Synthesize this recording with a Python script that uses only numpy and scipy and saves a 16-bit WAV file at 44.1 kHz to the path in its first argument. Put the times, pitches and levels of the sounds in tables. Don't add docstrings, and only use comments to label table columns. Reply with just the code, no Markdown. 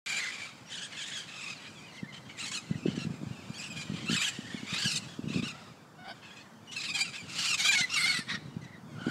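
import sys
import numpy as np
from scipy import signal
from scipy.fft import rfft, irfft, next_fast_len
from scipy.io import wavfile
from scipy.ndimage import uniform_filter1d, map_coordinates

SR = 44100
rng = np.random.default_rng(int(sys.argv[2]) if len(sys.argv) > 2 else 0)


def inscribe(sig):
    pcm = np.round(np.clip(np.atleast_2d(sig).T, -1, 1) * 32767)
    wavfile.write(sys.argv[1], SR, pcm.astype(np.int16))


N = 401310
START_S = .061
TOP_HZ = 15700
BLEND_S = .008


def amp(db):
    return 10 ** (np.asarray(db) / 20)


def unit(x):
    return x / np.sqrt(np.mean(x ** 2) + 1e-20)


def along(points, hz):
    f, v = np.transpose(points)
    return np.interp(np.log(hz + 1), np.log(f + 1), v)


def curve(rows):
    return np.interp(np.arange(N) / SR, *np.transpose(rows))


def wobble(rate, t):
    knots = rng.standard_normal(2 ** 9)
    return map_coordinates(knots, [t * rate], mode="wrap")


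def colour(x, gain_db):
    m = next_fast_len(len(x) + 2 ** 10)
    gain = amp(gain_db(np.fft.rfftfreq(m, 1 / SR)))
    return irfft(rfft(x, m) * gain, m)[:len(x)]


def noise(spectrum):
    return unit(colour(rng.standard_normal(N), lambda hz: along(spectrum, hz)))


def add(track, s, sound):
    i = int(np.clip(round(s * SR), 0, N))
    track[i:i + len(sound)] += sound[:N - i]


def clock(length_s):
    t = np.arange(int((max(length_s, 2 * BLEND_S) + BLEND_S) * SR)) / SR
    return t, t / t[-1]


SIDEBAND_DB = [0, -5.5, -8.5, -11.5]


def syrinx_tone(pitch, slow, rasp, division, centre_hz, throat, top_db, t,
                sub_rasp_db=6, overtone_db=-5.0, pure_db=-8, whistle_db=4.0, whistle_loss_db=3,
                undertone_db=-4, undertone_push=0.049, undertone_per_octave_db=8):
    phase = 2 * np.pi * np.cumsum(pitch) / SR
    k = np.arange(1, 6 * division + 1)[:, None]
    harmonic = np.maximum(1, (k + division // 2) // division)
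    side = k - harmonic * division
    partial_hz = k / division * centre_hz
    offset = rng.uniform(0, 2 * np.pi, 2 ** 6)[:len(k), None]
    partials = np.sin((harmonic * phase + side * slow + offset).astype(np.float32))

    pure_rasp = 0.18
    split = np.minimum(1, rasp / pure_rasp)
    sideband_gain = split * amp(SIDEBAND_DB[division - 1] + sub_rasp_db * rasp)
    sidebands = np.where(side, sideband_gain, 1)
    overtones = amp(overtone_db * np.clip(k / division - 1, 0, 1))
    overtones = overtones * np.where(harmonic > 1, amp(pure_db * (1 - split)), 1)

    shrill_db = undertone_per_octave_db * np.log2(centre_hz / 2500)
    undertones_db = undertone_db + undertone_push * top_db + shrill_db
    first_db = whistle_db - whistle_loss_db * rasp
    overtones = overtones * amp(first_db * (k == division) + undertones_db * (k < division))

    knots = np.arange(2 ** 6) / 170
    hop_db = (1 + 3 * np.interp(knots, t, rasp)) * rng.standard_normal((len(k), len(knots)))
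    shift_db = 2.5 * np.array([wobble(40, knots) for _ in k])
    hop_db = hop_db + shift_db * (k != division)
    hops = [np.interp(t, knots, gain) for gain in amp(hop_db)]
    strength = sidebands * overtones * (partial_hz < TOP_HZ) * hops

    radiated = strength * amp(along(throat, partial_hz))
    return np.sum(strength * partials, axis=0) / np.linalg.norm(radiated, axis=0)


def patchy(x, depth_db):
    z = signal.stft(x, nperseg=256)[2]
    field = uniform_filter1d(rng.standard_normal(z.shape), 3, 0)
    field = uniform_filter1d(field, 3, 1)
    return signal.istft(z * amp(depth_db * unit(field)), nperseg=256)[1][:len(x)]


def note(t, pitch, rasp, division, bright_db, throat, top_db=0,
         jitter=0.0367, jitter_rate=900, flutter_db=1.1, looseness=0.1592,
         turbulence_db=2.2, focus_db=3, focus_octaves=0.44, warble_hiss_db=-3.0):
    rasp = np.clip(rasp, 0, 1)
    centre_hz = pitch.mean()
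    waver_depth = .004 + .032 * rasp + .06 * rasp ** 2 * (division == 1)
    waver = waver_depth * wobble(190, t)
    pitch = pitch * (1 + waver + jitter * rasp * wobble(jitter_rate, t))
    slip = looseness * rasp * wobble(110, t)
    slow = 2 * np.pi * np.cumsum(pitch / division * (1 + slip)) / SR
    tone = syrinx_tone(pitch, slow, rasp, division, centre_hz, throat, top_db, t)

    hiss = np.resize(rng.standard_normal(2 ** 14), len(t))
    puffs = patchy(hiss, 4) * (1 + .7 * np.cos(slow))

    def beak(hz):
        treble_db = bright_db * along([(3000, 0), (7000, 1)], hz)
        top_octave_db = top_db * along([(8000, 0.031), (13000, 1.0)], hz)
        return along(throat, hz) + treble_db + top_octave_db

    def airy(hz):
        octaves = np.log2((hz + 1) / centre_hz)
        return beak(hz) + focus_db * np.exp(-(octaves / focus_octaves) ** 2)

    hoarse = amp(turbulence_db + warble_hiss_db * (division == 1)) * rasp ** 2
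    voice = unit(colour(tone, beak)) + hoarse * unit(colour(puffs, airy))
    voice = voice / np.hypot(1, hoarse)
    gate = np.sin(np.pi / 2 * np.clip(np.minimum(t, t[-1] - t) / BLEND_S, 0, 1))
    flutter = unit(amp(flutter_db * (0.98 + rasp) * wobble(137.4, t)))
    return voice * gate * flutter


# freq_hz, level_db
AIR_SPECTRUM = [(15, -82), (25, -78), (59, -19), (221, -1.5), (281, -7.5), (349, -9.5), (741, -10),
                (997, -10), (1530, -12), (2360, -29), (2770, -28), (3090, -27), (4040, -35), (4380, -25),
                (15500, -40.5)]


def evening_air():
    drift_db = wobble(1.703, np.arange(N) / SR)
    return noise(AIR_SPECTRUM) * amp(-55.0 + drift_db)


# freq_hz, t60_s
GROVE_DECAY = [(300, 0.28), (2500, 0.66), (6000, 0.96), (14000, 0.63)]


def grove(x, scatter_rate=420):
    hz, t, z = signal.stft(rng.standard_normal(SR), SR, nperseg=256)
    decay = amp(-60 * t / along(GROVE_DECAY, hz)[:, None])
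    tail = signal.istft(z * decay, SR, nperseg=256)[1]
    scattered = x * unit(wobble(scatter_rate, np.arange(N) / SR))
    delayed = np.pad(tail, (SR // 80, 0)) / np.linalg.norm(tail)
    return signal.fftconvolve(scattered, delayed)[:N]


# time_s, level_db
FLOCK_LEVEL = [(0, -36), (.45, -44), (.6, -54.5), (.9, -43.5), (1.3, -49.5), (1.7, -49.5), (2.1, -57),
               (2.7, -52), (3.1, -54), (3.9, -49), (4.35, -45), (5.05, -44.5), (5.2, -55), (5.6, -55),
               (5.9, -63.5), (6.3, -53), (6.6, -60), (7.4, -47.5), (8.4, -61), (8.85, -63.5), (9.1, -46.5)]
# freq_hz, gain_db
THROAT_SPECTRUM = [(400, -22), (800, -11.5), (1300, -2.5), (1800, 1.5), (2400, -0.5), (3200, 2), (4400, -1),
                   (5600, -5.5), (7500, -6.5), (9000, -15.5), (10500, -23), (15500, -38.5)]
# freq_hz, gain_db
DISTANCE_SPECTRUM = [(600, 9.5), (2000, -2.5), (5000, -1), (9000, 1.5), (15000, -5)]


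def far_flock(count=190):
    out = np.zeros(N)
    for i, draws in enumerate(rng.random((count, 8))):
        when, length, pitch, fall, bend, kind, rasp, size = draws
        t, u = clock(.03 + .05 * length)
        arc = 1 + .25 * (bend - .5) * np.sin(np.pi * u)
        hz = (2000 + 1300 * pitch) * (1 - .28 * fall * u) * arc
        hoarse = np.full(len(t), .25 + .55 * rasp)
        sound = note(t, hz, hoarse, 2 + int(2 * kind), 0, THROAT_SPECTRUM)
        add(out, (i + when) / count * N / SR, amp(7.3 * size) * sound)
    out = out + amp(0.3) * grove(out)
    out = colour(out, lambda hz: along(DISTANCE_SPECTRUM, hz))
    return unit(out) * amp(curve(FLOCK_LEVEL) - 3.0)


# time_s, level_db
GRIP_LEVEL = [(0.2, -60), (0.25, -64.5), (0.62, -58.5), (2.65, -54), (2.88, -39.5), (3.12, -45), (3.3, -50),
              (3.57, -52.5), (3.82, -50), (4.04, -44.5), (4.19, -52.5), (4.64, -51.5), (4.98, -49.5),
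              (5.28, -52), (5.38, -40), (5.6, -57), (6.35, -58), (8.03, -53), (8.43, -48.5), (8.55, -50),
              (8.78, -53.5), (9.1, -45)]


def slips(count=200, scatter_db=8):
    firm_grip_db, slip_db = -47.5, -39.5
    fade_ratio = 2.22
    when, size, pitch = rng.random((count, 3)).T
    s = (np.arange(count) + when) / count * N / SR
    calm_db = np.minimum(0, np.interp(s, *np.transpose(GRIP_LEVEL)) - firm_grip_db)
    peak_db = slip_db + fade_ratio * calm_db + scatter_db * (size - .5)
    return list(zip(s, peak_db, 160 + 80 * pitch))


# start_s, peak_db, pitch_hz
FIRM_BUMPS = [(2.033, -32, 209), (2.713, -25, 185), (2.758, -32.5, 164), (2.861, -23.5, 307),
              (2.886, -24.5, 215), (2.98, -29, 228), (3.053, -31, 197), (3.071, -30, 184),
              (3.107, -32, 172), (3.235, -34, 258), (3.272, -33.5, 163), (3.312, -34, 149),
              (3.504, -34.5, 179), (3.857, -39, 213), (3.901, -30.5, 195), (3.922, -33, 227),
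              (3.942, -33.5, 183), (4.1, -29.5, 236), (4.116, -29, 210), (4.132, -29, 220),
              (4.152, -33, 178), (4.391, -33.5, 230), (4.547, -31.5, 228), (4.634, -35.5, 230),
              (4.731, -35.5, 174), (4.86, -29.5, 184), (5.194, -32, 253), (5.243, -33, 199),
              (5.259, -37, 257), (5.276, -31, 198), (5.305, -31.5, 232), (5.348, -34, 265),
              (5.362, -25, 194), (5.374, -30, 275), (5.384, -34, 230), (5.397, -28, 200),
              (5.434, -28.5, 220), (7.811, -37.5, 202), (8.192, -34.5, 221), (8.347, -37.5, 192),
              (8.569, -33.5, 181), (9.07, -24.5, 250), (9.083, -28.5, 267)]
# freq_hz, level_db
RUMBLE_SPECTRUM = [(18, -71), (30, -78), (94, -1), (156, 5), (200, 1), (328, -5), (408, -13), (501, -14),
                   (800, -22.5), (1040, -83), (1760, -120)]


def handling(rise_s=0.0019):
    out, t = np.zeros(N), np.arange(SR // 16) / SR
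    shape = (t / (2 * rise_s)) ** 2 * np.exp(2 - t / rise_s)
    bumps = list(FIRM_BUMPS) + slips()
    for (s, db, hz), turn in zip(bumps, rng.random(len(bumps))):
        push = shape * np.sin(2 * np.pi * (hz * t + turn))
        add(out, s - 2 * rise_s, amp(db) * push)
    casing = [(30, -28), (70, 0.0), (130, 9.5), (280, 3.0),
              (420, 11.5), (800, 18.0), (1600, -20), (4000, -50)]
    unsteady_db = 2.5 * wobble(25, np.arange(N) / SR)
    rumble = noise(RUMBLE_SPECTRUM) * amp(curve(GRIP_LEVEL) - 0.5 + unsteady_db)
    return colour(out, lambda hz: along(casing, hz)) + rumble


def sweeps(t, depth, sweep_s=0.025):
    left = t[-1] - t - BLEND_S / 2
    sawtooth = np.maximum(left, 0) / sweep_s % 1 - .5
    return 1 + depth * (t / t[-1]) ** 2 * sawtooth


def top_octave(db, ordinary_db=-39, nearness=0.69):
    return nearness * (db - ordinary_db)


def voiced(t, pitch, rasp, division, bright_db, opening_db, throat, db):
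    surge_rate = 36
    surge_db, surge_rasp, surge_pitch = 0.57, 0.099, 0.01957
    surge = wobble(surge_rate, t)
    pitch = pitch * (1 + surge_pitch * rasp * wobble(surge_rate, t))
    rasp = rasp * (1 - surge_rasp * surge)
    sound = note(t, pitch, rasp, division, bright_db, throat, top_octave(db))
    treble_band = [(2500, -35), (4000, -4.0), (6000, -4), (8500, -1.5), (12000, -3)]  # (Hz, dB)
    treble = colour(sound, lambda hz: along(treble_band, hz))
    opened = sound + treble * (amp(opening_db * (t / t[-1] - .5)) - 1)
    return opened * unit(amp(surge_db * surge))


def with_beak(resonances, width_octaves=0.17):
    hz = np.geomspace(400, 15500, 2 ** 7)
    beak_db = sum(db * np.exp(-(np.log2(hz / centre_hz) / width_octaves) ** 2) for centre_hz, db in resonances)
    return np.column_stack([hz, along(THROAT_SPECTRUM, hz) + beak_db])


# (rows of time_s, pitch_hz, rasp 0-1, level_db before the mix)
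SCREECH_CALLS = [ (3, 0.1, 2, -5, [(1600, 3.5), (2250, 2.5), (2900, -2), (5500, -4.5)],
                 [(.055, 2380, 0.64, -41), (.12, 2340, 0.59, -35), (.16, 2359, 0.42, -33.5),
                 (.2, 2250, 0.72, -37), (.245, 2104, .55, -41.5), (.31, 1970, 0.9, -44)]),
                 (2, 0.036, 6.5, 4, [(1900, 4), (4100, 2.5), (5500, -3)], [(2.368, 2498, 0.52, -60),
                 (2.384, 2554, .7, -47), (2.392, 2290, 1, -44), (2.405, 2797, 0.4, -39),
                 (2.414, 2826, 0.63, -35), (2.422, 2490, 0.94, -43.5), (2.437, 2596, 0.6, -38.5),
                 (2.452, 2530, 0.9, -41), (2.463, 2400, .85, -38.5), (2.478, 2110, 1, -44),
                 (2.495, 2200, 0.6, -45), (2.506, 2200, .7, -51)]), (2, 0, 7, 9, [(1400, -3), (4100, 2),
                 (5300, -3), (6700, 2)], [(2.506, 2150, .8, -51), (2.52, 2350, 0.9, -37.5),
                 (2.535, 3205, 0.77, -42), (2.551, 2740, 0.38, -34), (2.565, 3020, 0.63, -41),
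                 (2.576, 2550, 0.45, -34), (2.59, 2475, .45, -48.5), (2.615, 2560, .7, -59)]),
                 (2, 0.0082, 1.5, 4, [(2100, 0), (3700, 2.5), (5800, -2.5), (7600, 3.5)],
                 [(4.06, 2725, 0.65, -44), (4.08, 2760, 0.5, -42), (4.091, 2707, 0.08, -29),
                 (4.102, 2980, 0.7, -36), (4.12, 3225, 1, -32), (4.14, 3034, .95, -36),
                 (4.158, 3780, 0.83, -35), (4.167, 2610, 0.44, -32.5), (4.175, 2540, 0, -30.5),
                 (4.186, 2520, 0.83, -37), (4.198, 2350, 0.43, -36), (4.218, 2560, 0.5, -34)]),
                 (4, 0, 3.5, 9, [(1650, 2.5), (3800, -0.5), (5400, -6.5), (7300, 5)],
                 [(4.215, 2380, 0.8, -31.5), (4.233, 2490, 0.8, -30.5), (4.245, 3400, .75, -31.5),
                 (4.262, 2960, 0.22, -31), (4.272, 3095, 0.78, -36), (4.281, 2870, 0.43, -30.5),
                 (4.289, 2520, .4, -32), (4.302, 2520, .7, -47)]), (2, 0.33, 4.5, 35, [(2300, 0.5),
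                 (3700, 4), (4700, 5)], [(4.66, 2298, .8, -48.5), (4.74, 2460, .85, -34.5),
                 (4.79, 2746, 0.88, -33.5), (4.845, 3100, 0.7, -33), (4.87, 2870, 0.28, -31.5),
                 (4.925, 2596, .55, -40.5), (4.95, 2806, .25, -42), (4.975, 2620, 0.24, -38.5),
                 (4.995, 2273, .6, -72)]), (2, 0.044, 2, -5, [(1400, -10), (4500, 5.5), (6300, -3)],
                 [(6.757, 2530, 0.76, -46), (6.769, 2790, .55, -36.5), (6.785, 2527, .36, -41),
                 (6.798, 2483, .6, -42), (6.81, 2674, 0.72, -41), (6.82, 2447, 0.7, -40),
                 (6.835, 2690, 0.87, -38.5), (6.853, 2420, 0.8, -35.5), (6.868, 2760, 0.6, -42),
                 (6.882, 2360, .8, -45), (6.892, 2560, 0.65, -36), (6.903, 2470, 0.44, -36),
                 (6.918, 2520, 0.04, -36), (6.932, 2420, 0.4, -47)]), (3, 0, 3, 1, [(800, 8.5), (1650, -5),
                 (3600, 3), (4700, 2.5), (8200, 7)], [(6.938, 2380, .4, -44), (6.951, 2485, .48, -29.5),
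                 (6.968, 2340, 0.77, -34.5), (6.982, 2410, 0.6, -38), (6.995, 2334, 0.73, -35),
                 (7.005, 2372, .4, -28), (7.024, 2397, 0.08, -26), (7.033, 2370, .35, -38),
                 (7.042, 2400, .5, -53)]), (2, 0, 4, 4.5, [(1600, -8), (2300, 2), (3700, 0), (4700, 6),
                 (7100, 2)], [(7.28, 2670, .8, -54), (7.365, 2767, 0.92, -36.5), (7.42, 2754, .9, -31.5),
                 (7.46, 2610, 0.83, -33.5), (7.482, 2950, 0.47, -33.5), (7.505, 2780, 0.52, -30.5),
                 (7.525, 2743, 0.16, -30), (7.545, 2566, 0.57, -29), (7.563, 2540, 0.7, -48.5)]),
                 (3, 0.013, 2.5, -5, [(1500, 3), (3900, 6), (5900, 2.5)], [(7.577, 2484, 0.68, -38),
                 (7.597, 2250, 0.69, -31.5), (7.635, 2258, 0.82, -36), (7.65, 2413, 0.51, -27),
                 (7.705, 2370, 0.02, -21.5), (7.72, 2360, 0.26, -31), (7.74, 2340, .5, -31),
                 (7.765, 2197, 0.01, -26.5), (7.795, 2145, 0.35, -31), (7.824, 2034, 0, -30),
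                 (7.833, 2054, .15, -34.5), (7.846, 2000, 0, -28), (7.866, 1970, .05, -54)]),
                 (2, 0.039, -1.5, -5, [(1250, 1.5), (1650, -11), (2500, -1), (5100, 7)],
                 [(7.895, 2650, 0.43, -45), (7.904, 2684, 0.6, -39), (7.915, 2683, .7, -37.5),
                 (7.94, 2720, 0.67, -32.5), (7.965, 2640, 0.55, -31), (7.985, 2620, .7, -42)]),
                 (3, 0.029, 2.5, -4, [(1350, 5.5), (1700, -4), (3000, -4), (4500, 4.5), (6600, -11),
                 (8800, 2.5)], [(7.962, 2388, .5, -33), (8, 2068, .6, -30), (8.028, 2170, 0.5, -31.5),
                 (8.047, 2067, 0.32, -26.5), (8.073, 2303, 0.6, -27), (8.09, 2218, 0.48, -29),
                 (8.115, 2197, 0.43, -30), (8.135, 2020, 0.8, -33), (8.16, 1930, 0.41, -33.5),
                 (8.195, 1915, 1, -37.5), (8.212, 1800, 0.2, -46), (8.235, 1733, 0.36, -51)]),
                 (4, .05, -9.5, -10, [(1200, 7), (1800, -1.5), (2900, -8), (3800, 0.5), (5400, 4),
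                 (7300, -6)], [(8.266, 1797, 0.46, -58.5), (8.295, 1858, .75, -34.5),
                 (8.315, 1924, .72, -35), (8.355, 1902, .68, -35.5), (8.37, 1754, 0.6, -52),
                 (8.385, 1760, .4, -59)])]


def screeches():
    break_rasp, break_duck_db = 0.62, -6
    out = np.zeros(N)
    for division, depth, bright_db, opening_db, beak, course in SCREECH_CALLS:
        s, *controls = np.transpose(course)
        t, _ = clock(s[-1] - s[0])
        now = s[0] - BLEND_S / 2 + t
        pitch, rasp, db = [np.interp(now, s, c) for c in controls]
        broken = 0
        for start, length, *_ in VOICE_BREAKS:
            broken = broken + np.sin(np.pi * np.clip((now - start) / length, 0, 1)) ** 2
        rasp = rasp + (break_rasp - rasp) * broken
        pitch = pitch * sweeps(t, depth)
        sound = voiced(t, pitch, rasp, division, bright_db, opening_db, with_beak(beak), db.mean())
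        add(out, now[0], amp(db + break_duck_db * broken) * sound)
    return out


def near_echoes(x, count=8):
    out = np.zeros(N)
    for delay, size in rng.random((count, 2)):
        add(out, .002 + .018 * delay, (2 * size - 1) * x)
    return out


# start_s, end_s, first_hz, middle_hz, last_hz,
# rasp (0-1), level_db (before the mix), bright_db
CHIRP_NOTES = [(0.162, 0.207, 2400, 2100, 1860, 0.4, -43.5, -8),
               (.208, 0.235, 4450, 4320, 4280, 0.2, -47, -8),
               (0.234, 0.268, 2160, 1710, 1330, 0, -43.5, -13),
               (0.267, 0.31, 2083, 2015, 1970, 0.1, -42, -14),
               (0.326, 0.361, 2190, 2450, 2250, 0.43, -48, -3),
               (0.379, 0.413, 2590, 2110, 1580, 0.37, -50.5, -6),
               (0.416, 0.459, 2370, 2330, 2270, .25, -45.5, -5), (.66, .7, 5500, 5650, 5560, 0, -62, -5),
               (1.548, 1.59, 4740, 4280, 3800, .3, -58, -5),
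               (1.76, 1.8, 3450, 3320, 3020, 0.15, -57.5, -11),
               (1.836, 1.888, 5050, 4900, 4700, .15, -69, -8),
               (1.864, 1.915, 3150, 2890, 2680, 0.24, -59.5, -11),
               (1.833, 1.9, 2525, 2420, 2330, 0.4, -58, -17), (1.907, 1.94, 4850, 4330, 3850, .15, -66, -5),
               (1.923, 1.976, 2154, 2070, 1960, 0.64, -55, 0),
               (1.969, 2.006, 3700, 2890, 2600, 0.2, -57, 0),
               (1.971, 1.998, 5200, 4530, 4100, 0.3, -64, -3),
               (1.98, 2.008, 2010, 2120, 1940, 0.1, -53, -15),
               (2.026, 2.064, 2120, 1790, 1950, 0.25, -55, -28),
               (2.076, 2.116, 2020, 2100, 1880, 0.3, -53, -28),
               (2.711, 2.76, 1950, 2000, 1840, 0.6, -54, -25),
               (2.83, 2.877, 2630, 2620, 2620, 0.16, -54, -8),
               (3.535, 3.578, 2510, 3360, 3200, 0.5, -52, 12),
               (3.543, 3.59, 4260, 4650, 4500, 0.3, -53, -6),
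               (3.582, 3.621, 2820, 2490, 2570, .58, -45, 8.5),
               (3.702, 3.736, 2500, 2540, 2400, 0.34, -47, 9), (3.874, 3.92, 1910, 1920, 1850, 0, -57, -19),
               (4.308, 4.356, 2006, 1820, 1960, .35, -57, -7),
               (4.355, 4.389, 1960, 1844, 1960, 0.17, -56, -5), (4.4, 4.43, 2010, 1830, 1970, 0.2, -56, -4),
               (4.442, 4.48, 1880, 1800, 2030, 0.46, -52.5, -12),
               (4.5, 4.55, 1824, 2020, 2050, 0.7, -51.5, -10),
               (4.561, 4.595, 2500, 2200, 2120, .2, -49, -12),
               (6.674, 6.73, 2960, 2940, 2870, 0.27, -52.5, 2),
               (7.161, 7.215, 2940, 2434, 2300, 0.2, -47, 2), (8.615, 8.654, 1850, 2070, 1980, 0.7, -56, 1),
               (8.663, 8.707, 1890, 2050, 1950, 0.45, -58, -16),
               (8.718, 8.785, 2050, 1990, 1890, .45, -57, -22)]


def chirps(edge_s=0.0038):
    out = np.zeros(N)
    for start, end, first_hz, middle_hz, last_hz, rasp, db, bright_db in CHIRP_NOTES:
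        t, u = clock(end - start)
        arc_hz = middle_hz - (first_hz + last_hz) / 2
        pitch = first_hz + (last_hz - first_hz) * u + arc_hz * np.sin(np.pi * u)
        envelope = unit(np.minimum(1, np.minimum(t, t[-1] - t) / edge_s))
        sound = note(t, pitch, np.full(len(t), rasp), 1, bright_db, THROAT_SPECTRUM)
        add(out, start - BLEND_S / 2, amp(db) * envelope * sound)
    return out


def short_calls(rows, throat):
    attack_s, release_s = 0.015, 0.015
    relax = 0.23
    opening_db = 4
    out = np.zeros(N)
    for start, end, first_hz, last_hz, division, rasp, depth, db, swell_db, bright_db in rows:
        t, u = clock(end - start)
        pitch = (first_hz + (last_hz - first_hz) * u) * sweeps(t, depth)
        edges = np.minimum(1, np.minimum(t / attack_s, (t[-1] - t) / release_s))
        envelope = unit(amp(swell_db * u) * edges)
        eased_rasp = rasp * (1 - relax * u ** 2)
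        sound = voiced(t, pitch, eased_rasp, division, bright_db, opening_db, throat, db)
        add(out, start - BLEND_S / 2, amp(db) * envelope * sound)
    return out


# start_s, end_s, first_hz, last_hz, division (of the pitch), rasp (0-1),
# sweep_depth (share of pitch), level_db (before the mix), swell_db, bright_db
SQUAWK_CALLS = [(.31, .54, 2410, 2300, 3, 0.78, 0.14, -51.5, -10, -6),
                (.915, .975, 2180, 2120, 2, 0.86, 0, -50, 0, -8),
                (.965, 1.04, 2755, 2140, 3, 0.6, 0.19, -46.5, -2, 3),
                (1.16, 1.23, 3415, 2950, 2, .68, 0.052, -44, -10, 7),
                (1.27, 1.46, 2630, 2504, 2, 0.78, 0.23, -47, 7, 1.5),
                (1.455, 1.545, 2517, 2505, 2, 0.58, 0.18, -44, -6, -1),
                (1.54, 1.69, 2510, 2427, 3, 1, 0, -54.5, 14, -7),
                (2.122, 2.19, 3080, 3060, 3, 0.78, 0, -51.5, -3, -2),
                (2.29, 2.325, 2190, 2210, 3, 0.64, 0, -52.5, -10, -10),
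                (2.85, 2.94, 2940, 2985, 2, 0.92, 0.12, -50, 4, -3),
                (2.95, 3.05, 3024, 2690, 2, 0.69, 0, -46.5, 0, 1),
                (3.615, 3.688, 2650, 2585, 1, 0.86, 0.0024, -46, -2, 6),
                (3.755, 3.842, 2433, 2407, 3, 0.62, 0.056, -44.5, -3, 3.5),
                (3.93, 4.07, 3155, 3250, 3, 1, 0.079, -50, -2, -4),
                (5.28, 5.41, 2660, 2480, 2, 0.7, 0.17, -44, 7, .5),
                (5.422, 5.47, 2530, 2840, 2, 0.74, 0, -42, -2, -1),
                (5.462, 5.495, 2900, 2400, 2, 0.6, 0, -42, 0, 0.5),
                (5.488, 5.522, 2920, 2330, 2, .4, 0.054, -45.5, -5, 2),
                (6.22, 6.29, 2640, 2700, 3, 0.74, .05, -55, -1, -6),
                (6.3, 6.35, 3450, 3300, 2, 0.63, .05, -57.5, -1, -3),
                (6.36, 6.43, 2600, 2490, 3, 0.6, .05, -55, -9, 0),
                (6.716, 6.76, 2695, 3260, 4, 0.7, 0.025, -46.5, -14, 7),
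                (7.04, 7.105, 2820, 2420, 2, 0.55, 0, -45, -9, 0),
                (7.131, 7.178, 2400, 2710, 3, 0.76, 0.063, -43.5, 3, -1),
                (7.455, 7.52, 2395, 2460, 3, 0.37, 0, -38.5, 3, 12)]


def squawks():
    return short_calls(SQUAWK_CALLS, THROAT_SPECTRUM)


YELP_CALLS = [(.695, .765, 1570, 1674, 1, .8, 0, -44.5, 9, 2),
              (.765, .81, 1650, 1595, 1, 0.92, 0.018, -45, -4, -2),
              (.803, .875, 1680, 1600, 1, 0.77, .03, -44.5, -7, 1),
              (.968, 1.06, 1684, 1773, 1, 0.83, .06, -43.5, 0, 1),
              (1.055, 1.115, 1765, 1730, 1, 1, .05, -45.5, -5, 3),
              (1.11, 1.172, 1630, 1730, 1, .8, 0, -42.5, -3, -0.5)]
# freq_hz, gain_db
NASAL_SPECTRUM = [(400, -24), (1200, -12), (1700, -3.5), (2100, -0.5), (2700, 9), (3400, 6.5), (4100, 4),
                  (4900, -3.5), (5600, -4), (6700, -1), (8200, -7), (10000, -18), (15500, -34)]


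def yelps():
    return short_calls(YELP_CALLS, NASAL_SPECTRUM)


CAW_CALLS = [(5.52, 5.565, 1243, 1454, 2, 0.4, 0, -57.5, -4, -8),
             (5.57, 5.72, 1400, 1220, 2, 0.7, 0, -61.5, -8, 8),
             (5.98, 6.135, 1470, 1510, 2, .3, 0, -55, 9, -4),
             (6.04, 6.125, 1401, 1532, 2, .8, 0, -53, 10, 2.5),
             (8.95, 9.11, 1417, 1505, 1, 0.7, 0, -50, 17, -6)]
# freq_hz, gain_db
CAW_SPECTRUM = [(400, -11), (730, 8.5), (1000, 0), (1500, -9), (2100, -5), (2700, -18), (3500, -3),
                (4200, -20), (4900, -7), (6000, -35), (15000, -29)]


def caws():
    return short_calls(CAW_CALLS, CAW_SPECTRUM)


# start_s, length_s, lowest_hz,
# level_db (before the mix)
VOICE_BREAKS = [(7.649, 0.045, 1172, -34.5), (7.712, 0.048, 841, -31), (7.77, 0.051, 717, -32.5),
                (8.053, 0.033, 760, -37), (8.108, 0.045, 717, -39)]


def second_voice(count=12, tilt_db=-0.02, flicker_db=3):
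    rise = .6
    out = np.zeros(N)
    for start, length, lowest_hz, db in VOICE_BREAKS:
        t, u = clock(length)
        scoop = 1 + rise * np.abs(2 * u - 1) ** 2.5
        pitch = lowest_hz * scoop * (1 + .018 * wobble(700, t))
        phase = 2 * np.pi * np.cumsum(pitch) / SR
        stack = np.zeros(len(t))
        for n, turn in enumerate(rng.random(count), 1):
            harmonic_db = tilt_db * n + along(THROAT_SPECTRUM, n * pitch) + flicker_db * wobble(134, t)
            stack += amp(harmonic_db) * np.sin(n * phase + 2 * np.pi * turn)
        add(out, start - BLEND_S / 2, amp(db) * unit(stack * np.sin(np.pi * u)))
    return out


def scene():
    near = screeches() + chirps() + squawks() + yelps() + second_voice()
    birds = amp(1.0) * near + amp(5.0) * caws()
    echoes = amp(-12) * near_echoes(birds) + amp(-17) * grove(birds)
    return (birds + echoes + far_flock() + handling() + evening_air())[None]


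def record(dry):
    opened = dry[0] * (np.arange(N) > START_S * SR)
    return colour(opened, lambda hz: np.where(hz < TOP_HZ, 0, -120))[None]


dry = scene()
out = record(dry)
inscribe(out)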